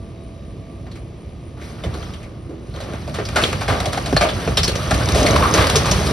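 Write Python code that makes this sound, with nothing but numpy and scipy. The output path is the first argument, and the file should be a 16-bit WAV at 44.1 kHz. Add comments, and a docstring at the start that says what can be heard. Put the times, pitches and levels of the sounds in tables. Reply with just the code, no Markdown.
"""A diesel drones behind a wall and an insect chirps in the weeds on a summer day.
Across the lawn an excavator pulls down a low brick building: timber and roofing crack and ring,
rubble slides, and heavy masses shake the ground, louder and louder until the wall falls.
Two close microphone ports pick up the direct and the scattered sound."""
import sys
import numpy as np
from scipy import signal
from scipy.fft import rfft, irfft, next_fast_len
from scipy.io import wavfile
from scipy.ndimage import uniform_filter1d

SR = 44100
rng = np.random.default_rng(int(sys.argv[2]) if len(sys.argv) > 2 else 0)


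def materialize(psi):
    """Save the field psi as 16-bit PCM at rate SR to the path in sys.argv[1].

    A 1-D psi becomes a single channel; in a 2-D psi each row is a channel.
    """
    bounded = np.clip(np.atleast_2d(psi).T, -1, 1)
    quanta = np.round(bounded * 32767).astype(np.int16)
    wavfile.write(sys.argv[1], SR, quanta)


N = 269892
TIME_S = np.arange(N) / SR
FFT_SIZE = next_fast_len(N + SR)
BIN_HZ = np.maximum(np.arange(FFT_SIZE // 2 + 1) * SR / FFT_SIZE, 1)


def amp(db):
    """Decibels to gain."""
    return 10 ** (np.asarray(db) / 20)


def unit_rms(x):
    """Scales to rms 1."""
    return x / np.sqrt(np.mean(x ** 2) + 1e-20)


def per_bin(points):
    """Rows of (Hz, value) read at every FFT bin, on a log axis."""
    hz, value = np.transpose(points)
    return np.interp(np.log(BIN_HZ), np.log(np.maximum(hz, 1)), value)


def colour(x, spectrum):
    """Applies a spectrum of (Hz, dB) rows at minimum phase, so nothing sounds early."""
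    cepstrum = irfft(per_bin(spectrum) * np.log(10) / 20, FFT_SIZE)
    cepstrum[1:FFT_SIZE // 2] *= 2
    cepstrum[FFT_SIZE // 2 + 1:] = 0
    return irfft(rfft(x, FFT_SIZE) * np.exp(rfft(cepstrum)), FFT_SIZE)[:N]


def band(x, low_hz, high_hz):
    """Band-pass."""
    return signal.sosfilt(signal.butter(2, [low_hz, high_hz], "band", fs=SR, output="sos"), x)


def resonate(x, hz, width_hz):
    """One mode, peak gain 1."""
    r = np.exp(-np.pi * width_hz / SR)
    return signal.lfilter([1 - r, 0, r - 1], [1, -2 * r * np.cos(2 * np.pi * hz / SR), r * r], x)


def drift(rate_hz):
    """Slow random wander, rms 1."""
    r = np.exp(-2 * np.pi * rate_hz / SR)
    return unit_rms(signal.lfilter([1], [1, -2 * r, r * r], rng.standard_normal(N + SR))[SR:])


def contacts(per_s, uneven_db):
    """Dense, uneven impacts of fragments; white, rms 1."""
    sizes = amp(uneven_db * np.minimum(rng.exponential(1, N), 5)) * rng.standard_normal(N)
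    return unit_rms(sizes * (rng.random(N) < per_s / SR))


def swell(t, rise_s, t60_s):
    """Quick rise, exponential fall, peak 1."""
    shape = (1 - np.exp(-t / rise_s)) * amp(-60 * t / t60_s)
    return shape / shape.max()


# Exhaust and engine clatter. Each row: frequency in Hz, relative density in dB.
DIESEL_SPECTRUM = [(25, -23.5), (55, -3), (100, -1.5), (200, -10.5), (400, -17), (700, -24.5), (850, -33),
                   (1180, -30.5), (1400, -40.5), (2200, -37), (5000, -44), (9000, -51.5), (12000, -60),
                   (16000, -92)]
# Engine orders and pump whine. Each row: frequency in Hz, level in dB, fade start in seconds.
ENGINE_TONES = [(341, -46.5, 6), (441.4, -53, 0.9), (578, -58, 6), (662.1, -48.5, 1), (1168, -56.5, 0.75),
                (1222, -64, 6), (3790, -64.5, 0.4)]

def engine(firing_hz=69, throb=0.12, roar_db=-31.5, waver_db=3.5, fade_s=0.3, fade_db=-12):
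    """A distant diesel pulses with each firing; its wavering tones sink as the load changes."""
    crank_s = TIME_S + 0.00018 * drift(3.95)   # the governor lets the speed wander
    puffs = rng.standard_normal(N) * (1 + throb * np.sin(2 * np.pi * firing_hz * crank_s))
    out = amp(roar_db) * unit_rms(colour(puffs, DIESEL_SPECTRUM))
    for hz, db, fade_start_s in ENGINE_TONES:
        faded = np.clip((TIME_S - fade_start_s) / fade_s, 0, 1)
        out += amp(db + waver_db * drift(12) + fade_db * faded) * np.sin(2 * np.pi * hz * crank_s)
    return out


# Chirp syllables. Each row: start in seconds, length in seconds, pitch in Hz, level in dB.
SYLLABLES = [(0.197, 0.12, 9430, -61), (0.29, 0.11, 9840, -65), (0.386, 0.088, 10100, -74)]

def insect(period_s=0.241, wing_hz=115, width_hz=320):
    """Three rising syllables repeat, each a train of wing strokes."""
    out = np.zeros(N)
    strokes = rng.standard_normal(N) * (1 + np.sin(2 * np.pi * wing_hz * TIME_S))
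    for start_s, length_s, hz, db in SYLLABLES:
        progress = np.minimum((TIME_S - start_s) % period_s / length_s, 1)
        gate = (np.sin(np.pi * progress) ** 2 + 1e-12) ** 0.25
        out += amp(db) * gate * unit_rms(band(strokes, hz - width_hz / 2, hz + width_hz / 2))
    return out


# Cracks and blows. Each row: start in seconds, splinter, knock and thud levels in dB,
# low ring in Hz, its dB over the louder of knock and thud, high ring in Hz, its dB over splinter,
# splinter t60 in seconds.
BREAKS = [(0.8644, -49, -41, -39, 696, 3, 2590, -2, 0.11), (0.9123, -44, -48, -43, 330, 1, 4150, 6, 0.14),
          (0.9532, -43, -42.5, -54, 282, 8, 2210, 3, 0.14), (1.612, -40, -38.5, -50, 353, 5, 2060, 5, 0.17),
          (1.8353, -34, -33.5, -24.5, 484, -3, 2080, 5.5, 0.17),
          (1.938, -36.5, -35, -30, 307, 1, 3860, 5, 0.17), (2.025, -43, -33, -39, 570, -9, 3120, 13, 0.033),
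          (2.135, -37, -46, -43, 304, -4, 3080, 7, 0.067), (2.228, -42.5, -52, -53, 426, -7, 2180, 5, 0.11),
          (2.4916, -55, -63, -34.5, 332, 11.5, 2150, -7, 0.3),
          (2.738, -45, -36.5, -31.5, 1090, -6, 3900, 3, 0.9),
          (2.76, -36, -45, -50, 1100, 0, 3300, 7, 0.025),
          (2.8, -33.5, -34.5, -45, 545, 8.5, 3580, 0.5, 0.25),
          (2.934, -33, -34, -30, 627, 1, 2100, 0, 0.027), (3.075, -35, -36, -36, 606, 12.5, 2340, -4, 0.1),
          (3.095, -35, -48, -33, 308, -11, 2300, 4, 0.02),
          (3.14, -28.5, -26.5, -47, 372, -20, 3340, -1, 0.23),
          (3.1836, -38, -23.5, -35, 410, 6.5, 2100, -10, 0.18),
          (3.251, -29, -34, -47, 285, -14, 4830, 7.5, 0.08),
          (3.2858, -27.5, -25, -43, 338, -14, 2270, -4, 0.042),
          (3.358, -16, -10.5, -20, 1440, -15, 2000, -19, 0.21),
          (3.413, -20, -27, -21, 600, -15, 2370, -1.5, 0.48),
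          (3.4355, -20, -14, -32, 382, -13, 3300, 14, 0.026),
          (3.5273, -22.5, -21.5, -26, 530, 2.5, 2230, 3.5, 0.036),
          (3.6082, -24.5, -21.5, -43, 740, -1, 2270, -5, 0.14),
          (3.678, -23, -16, -20.5, 718, 0, 1960, -12, 0.49),
          (3.8015, -18, -21, -37, 816, -1, 3700, 1.5, 0.028),
          (3.8556, -20.5, -26.5, -21.5, 634, 7.5, 3630, -6, 0.07),
          (3.926, -22.5, -23.5, -25, 750, -4, 3350, -12, 0.16),
          (3.9734, -21.5, -17, -28, 750, 6, 2200, -4, 0.031),
          (4.057, -23.5, -24.5, -30, 700, 3.5, 2130, -21, 0.13),
          (4.126, -24, -21, -13.5, 285, 9.5, 3820, -15, 0.022),
          (4.1641, -12.5, -11, -37, 620, -1, 4430, -4, 0.037),
          (4.2084, -16, -11.5, -13, 650, 2.5, 2400, 1.5, 0.19),
          (4.286, -25.5, -23, -40, 624, -17, 3300, 10.5, 0.13),
          (4.474, -25.5, -23, -13, 450, 2, 2500, 3.5, 0.034),
          (4.57, -10.5, -17.5, -22, 460, -11, 3780, 5.5, 0.096),
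          (4.6305, -15.5, -42, -22.5, 690, -4, 4970, 10, 0.065),
          (4.642, -17.5, -45, -40, 500, -5, 5340, 10, 0.065),
          (4.6763, -15.5, -47, -23, 384, 5, 3800, -3, 0.11),
          (4.753, -22.5, -28, -25, 550, -3, 5900, 5.5, 0.079),
          (4.908, -13.5, -11, -11, 676, -4, 1870, -13, 0.046),
          (4.9416, -17.5, -39, -17, 300, -8, 2170, -16, 0.043),
          (5.0863, -15, -50, -24, 637, -7, 3800, -2, 0.016),
          (5.1447, -18.5, -31, -15.5, 600, 4.5, 3780, -20, 0.97),
          (5.2625, -14, -33, -24, 600, -14, 2160, 6, 0.068), (5.36, -13, -12, -23, 1120, 6, 1900, -5, 0.02),
          (5.423, -42, -22, -34, 1130, 16, 2320, 25, 0.17),
          (5.537, -13, -14, -31, 368, 3.5, 5700, -2.5, 0.18),
          (5.572, -18, -13, -19.5, 1050, -1, 3500, 1, 0.44),
          (5.6075, -18.5, -15, -34, 1200, 1.5, 1780, -5, 0.16),
          (5.668, -15, -32, -33, 587, -3, 4970, -3, 0.024),
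          (5.697, -9.5, -39, -30.5, 760, 20.5, 3730, -26, 0.025),
          (5.755, -9, -20, -35, 434, 11, 5740, 3, 0.08), (5.854, -19, -21.5, -39, 1100, 7, 2070, -15, 0.21),
          (5.911, -15, -35, -18.5, 600, 1, 5900, 11, 0.063),
          (6.0623, -20.5, -39, -18.5, 282, -5.5, 5200, -7, 0.15)]

def cracks(rise_s=0.002, snap=8.8, low_q=5, high_q=4.5, min_width_hz=112):
    """Timber and roofing break. Returns splinter, knock and thud envelopes, and the rough ringing."""
    t = np.arange(SR // 4) / SR
    power, rings = np.zeros((3, N + SR)), np.zeros(N + SR)
    shower = amp(-14) * swell(t, rise_s=0.023, t60_s=0.17)   # each break sheds bits
    for start_s, *levels_db, low_hz, low_db, high_hz, high_db, t60_s in BREAKS:
        start, t60_s = round(start_s * SR), max(t60_s, 0.02)
        span = slice(start, start + len(t))
        for size, db in enumerate(levels_db):
            stretch = 1.375 ** size   # bigger pieces swell later and last longer
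            blow = swell(t, rise_s * stretch, t60_s * stretch)
            power[size, span] += amp(db) ** 2 * (blow ** 2 + shower ** 2)
        fibres = rng.standard_normal(len(t)) * amp(5.9 * rng.standard_normal(len(t)))
        tear = fibres * (1 - np.exp(-t / rise_s)) * amp(-60 * t / (1.44 * t60_s))
        tear[round(rise_s * SR)] += snap   # the first fibres part at once
        splinter_db, knock_db, thud_db = levels_db
        for hz, db, q in ((low_hz, low_db + max(knock_db, thud_db), low_q),
                          (high_hz, high_db + splinter_db, high_q)):
            width_hz = max(hz / q, min_width_hz)
            ring = resonate(resonate(tear, hz, width_hz), hz, 2 * width_hz)
            rings[span] += amp(db) * ring / np.abs(ring).max()
    return np.sqrt(power[:, :N]), rings[:N]


# Falling debris. Each row: frequency in Hz, relative density in dB.
DEBRIS_SPECTRUM = [(30, -19), (60, 2.5), (110, -1), (250, -8), (620, -10.5), (900, -22), (1170, -15.5),
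                   (1450, -19), (4300, -14), (6000, -16.5), (8000, -9), (11000, -21.5), (13000, -28.5),
                   (14000, -43)]

def debris(impacts, envelope, low_hz, high_hz):
    """Fragments of one size class fill one band; the envelope sets its rms."""
    steady_rms = np.std(band(colour(impacts, DEBRIS_SPECTRUM), low_hz, high_hz))
    return band(colour(impacts * envelope, DEBRIS_SPECTRUM), low_hz, high_hz) / steady_rms


# Brittle pieces. Each row: start in seconds, pitch in Hz, peak in dB, t60 in seconds.
BRITTLE_MODES = [(0.915, 4350, -46, 0.054), (1.837, 3550, -30, 0.071), (1.837, 3030, -34, 0.097),
                 (2.739, 4190, -38, 0.04), (3.362, 1415, -12, 0.072), (3.438, 3130, -11, 0.02),
                 (4.166, 1750, -9, 0.017), (4.169, 4230, -10, 0.058), (4.175, 4530, -10.5, 0.031),
                 (4.572, 5300, -10, 0.048), (4.571, 4200, -19, 0.12), (4.573, 3175, -17, 0.09),
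                 (4.573, 3430, -31, 0.1), (4.678, 4300, -17, 0.051), (5.011, 1515, -20, 0.06),
                 (5.263, 4390, -16.5, 0.048), (5.538, 6150, -10.5, 0.028), (5.67, 4850, -22, 0.051)]

def pings(contact_s=0.00069):
    """The brief contact of a snap leaves one clear mode ringing."""
    out, t = np.zeros(N + SR), np.arange(SR // 4) / SR
    for start_s, hz, db, t60_s in BRITTLE_MODES:
        push = (rng.standard_normal(len(t)) + 2 * np.cos(2 * np.pi * hz * t)) * np.exp(-t / contact_s)
        width_hz = np.log(1000) / np.pi / max(t60_s, 0.02)
        ring = resonate(push + 1e-18, hz, width_hz)
        out[round(start_s * SR):][:len(t)] += amp(db) * ring / np.abs(ring).max()
    return out[:N]


# Course of the slide. Each row: time in seconds, then rumble, chunk and grit levels in dB.
SLIDE_LEVELS = [(1.57, -35, -39, -52), (1.64, -45, -40, -39.5), (1.84, -47, -35, -44.5),
                (2.03, -27, -32.5, -36.5), (2.23, -47, -41.5, -47), (2.45, -53, -52, -74),
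                (2.74, -45, -43, -44), (2.93, -34, -28, -39), (3.17, -26, -42, -40),
                (3.34, -25.5, -28, -31), (3.63, -26, -30, -32.5), (4.02, -26, -27.5, -29),
                (4.47, -30, -24.5, -29), (4.86, -22, -24, -27.5), (5.06, -19.5, -19, -23.5),
                (5.32, -16, -13.5, -20.5), (5.59, -22.5, -17, -22.5), (5.94, -20, -17.5, -21),
                (6.12, -20.5, -19, -22.5)]

def rubble(splinter, knock, thud, wall_falls_s=5.3):
    """Chunks tumble, grit slides and the ground rumbles, surging with the envelopes of the cracks."""
    times_s, *curves_db = np.transpose(SLIDE_LEVELS)
    rumble_db, chunks_db, grit_db = [np.interp(TIME_S, times_s, db, left=-120) for db in curves_db]
    heaps_db = 1.2 * drift(12.7)   # rubble arrives in heaps
    tumbling, sliding = amp(chunks_db + heaps_db), amp(grit_db - 8 + heaps_db)
    out = debris(contacts(3000, 2.8), np.hypot(amp(rumble_db), thumps()), 35.4, 189)
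    out += debris(contacts(2500, 2.4), np.hypot(amp(-6) * tumbling, amp(-3) * thud), 156, 800)
    out += debris(contacts(4000, 0.55), np.hypot(amp(-8.5) * tumbling, amp(-2) * knock), 602, 1800)
    fine = contacts(12000, 1.2)
    out += debris(fine, np.hypot(sliding, amp(-1.5) * splinter), 1250, 7410)
    dust_db = np.where(TIME_S < wall_falls_s, -2.5, -1.5)   # clearer once the wall is down
    dust_puffs = uniform_filter1d(splinter, size=SR // 200, origin=SR // 500)   # lag each break
    out += debris(fine, amp(dust_db) * np.hypot(sliding, amp(-7) * dust_puffs), 6800, 13000)
    boards = amp(chunks_db - 11) * clatter(per_s=420, low_hz=450, high_hz=1400, q=11)
    shards = amp(grit_db - 8) * clatter(per_s=4000, low_hz=1893, high_hz=6263, q=50)
    return out + boards + shards + amp(-19.5) * tumbling * scrape()


def clatter(per_s, low_hz, high_hz, q, sizes=14):
    """Loose pieces knock at random, each size with its own short ring."""
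    knocks, size_hit = contacts(per_s, 1), rng.integers(0, sizes, N)
    return unit_rms(sum(resonate(knocks * (size_hit == size) + 1e-18, hz, hz / q)
                        for size, hz in enumerate(np.geomspace(low_hz, high_hz, sizes))))


def scrape(hz=1163, width_hz=31):
    """Roofing drags over the wall; dense contacts drive one narrow resonance."""
    ring = resonate(contacts(1500, 0.52), hz, width_hz)
    return unit_rms(resonate(ring, hz, 2 * width_hz))


# Heavy masses landing. Each row: start in seconds, level in dB.
LANDINGS = [(1.85, -23), (1.97, -25), (2.668, -32.5), (2.9, -24.5), (3.37, -20), (3.51, -21), (3.681, -14),
            (3.8, -30), (4.13, -16), (4.31, -20.5), (4.46, -16), (4.58, -18), (4.92, -14), (5.18, -22),
            (5.3, -15.5), (5.42, -27), (5.57, -12), (5.741, -13.5), (5.9, -14), (6.09, -18)]

def thumps(rise_s=0.0029, t60_s=0.39):
    """Envelope of the ground shaking under each heavy fall."""
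    power, t = np.zeros(N + SR), np.arange(SR // 2) / SR
    for start_s, db in LANDINGS:
        power[round(start_s * SR):][:len(t)] += (amp(db) * swell(t, rise_s, t60_s)) ** 2
    return np.sqrt(power[:N])


# Ticks on the sheet. Each row: start in seconds, level in dB.
SHEET_TICKS = [(5.0584, -16), (5.1224, -12.5), (5.1871, -18), (5.2041, -14), (5.2315, -14), (5.288, -14),
               (5.3093, -12), (5.3685, -12.5), (5.4864, -31), (5.5123, -15)]
# Modes of the sheet. Each row: frequency in Hz, gain in dB, t60 in seconds.
SHEET_MODES = [(3800, -7, 0.013), (5300, -3, 0.0094), (6150, -1.5, 0.012)]

def rattle(spread_db=3.1):
    """A brittle sheet rattles as the wall tips; each tick rings its modes unevenly."""
    starts_s, ticks_db = np.transpose(SHEET_TICKS)
    offsets_db = rng.normal(0, spread_db, (len(starts_s), len(SHEET_MODES)))
    out = np.zeros(N)
    for (hz, mode_db, t60_s), uneven_db in zip(SHEET_MODES, offsets_db.T):
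        ticks = np.full(N, 1e-18)
        ticks[(starts_s * SR).astype(int)] = amp(ticks_db + mode_db + uneven_db)
        width_hz = np.log(1000) / np.pi / t60_s
        out += resonate(ticks, hz, width_hz) * SR / (2 * np.pi * width_hz)
    return out


# Phase between the ports. Each row: frequency in Hz, lead of the left in radians.
LEFT_LEAD = [(0, 0), (900, .5), (5200, .3), (7300, -3.1), (11200, -6.3), (14500, -9.4), (16000, -11)]
# Scattered sound. Each row: frequency in Hz, level over the direct sound in dB.
SCATTER_SPECTRUM = [(60, -23), (150, -14.5), (350, -11), (800, -6), (1500, -7.5), (4000, -6), (7000, -16),
                    (12000, -20)]
# Port balance. Each row: frequency in Hz, left over right in dB.
PORT_BALANCE = [(60, -0.5), (150, -1.5), (350, 0), (700, -0.5), (1400, 1.5), (4000, 1.5), (10000, 0.5)]

def ports(x, scatter_t60_s=0.25):
    """Direct sound reaches the two ports out of phase; scattered sound arrives from the sides."""
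    t = np.arange(SR // 2) / SR
    tail = rng.standard_normal(len(t)) * amp(-60 * t / scatter_t60_s)
    scattered = amp(per_bin(SCATTER_SPECTRUM)) * rfft(tail / np.linalg.norm(tail), FFT_SIZE)
    side = np.array([[1], [-1]])   # left, right
    hz, lead_rad = np.transpose(LEFT_LEAD)
    phase = np.exp(0.5j * side * np.interp(BIN_HZ, hz, lead_rad))
    balance = amp(side * per_bin(PORT_BALANCE) / 2)
    return irfft(rfft(x, FFT_SIZE) * phase * balance * (1 + side * scattered), FFT_SIZE)[:, :N]


def scene():
    """Demolition, engine and insect, heard through the two ports."""
    (splinter, knock, thud), rings = cracks()
    demolition = rings + rubble(splinter, knock, thud) + pings() + rattle()
    return ports(engine() + insect() + demolition)


def record(dry):
    """Soft clipping rounds the peaks; a steep low-pass cuts the top."""
    stop_db, stop_hz = 70, 15950
    rounded = 1.028 * np.tanh(dry / 1.209)
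    return signal.sosfilt(signal.cheby2(16, stop_db, stop_hz, fs=SR, output="sos"), rounded)


dry = scene()
out = record(dry)
materialize(out)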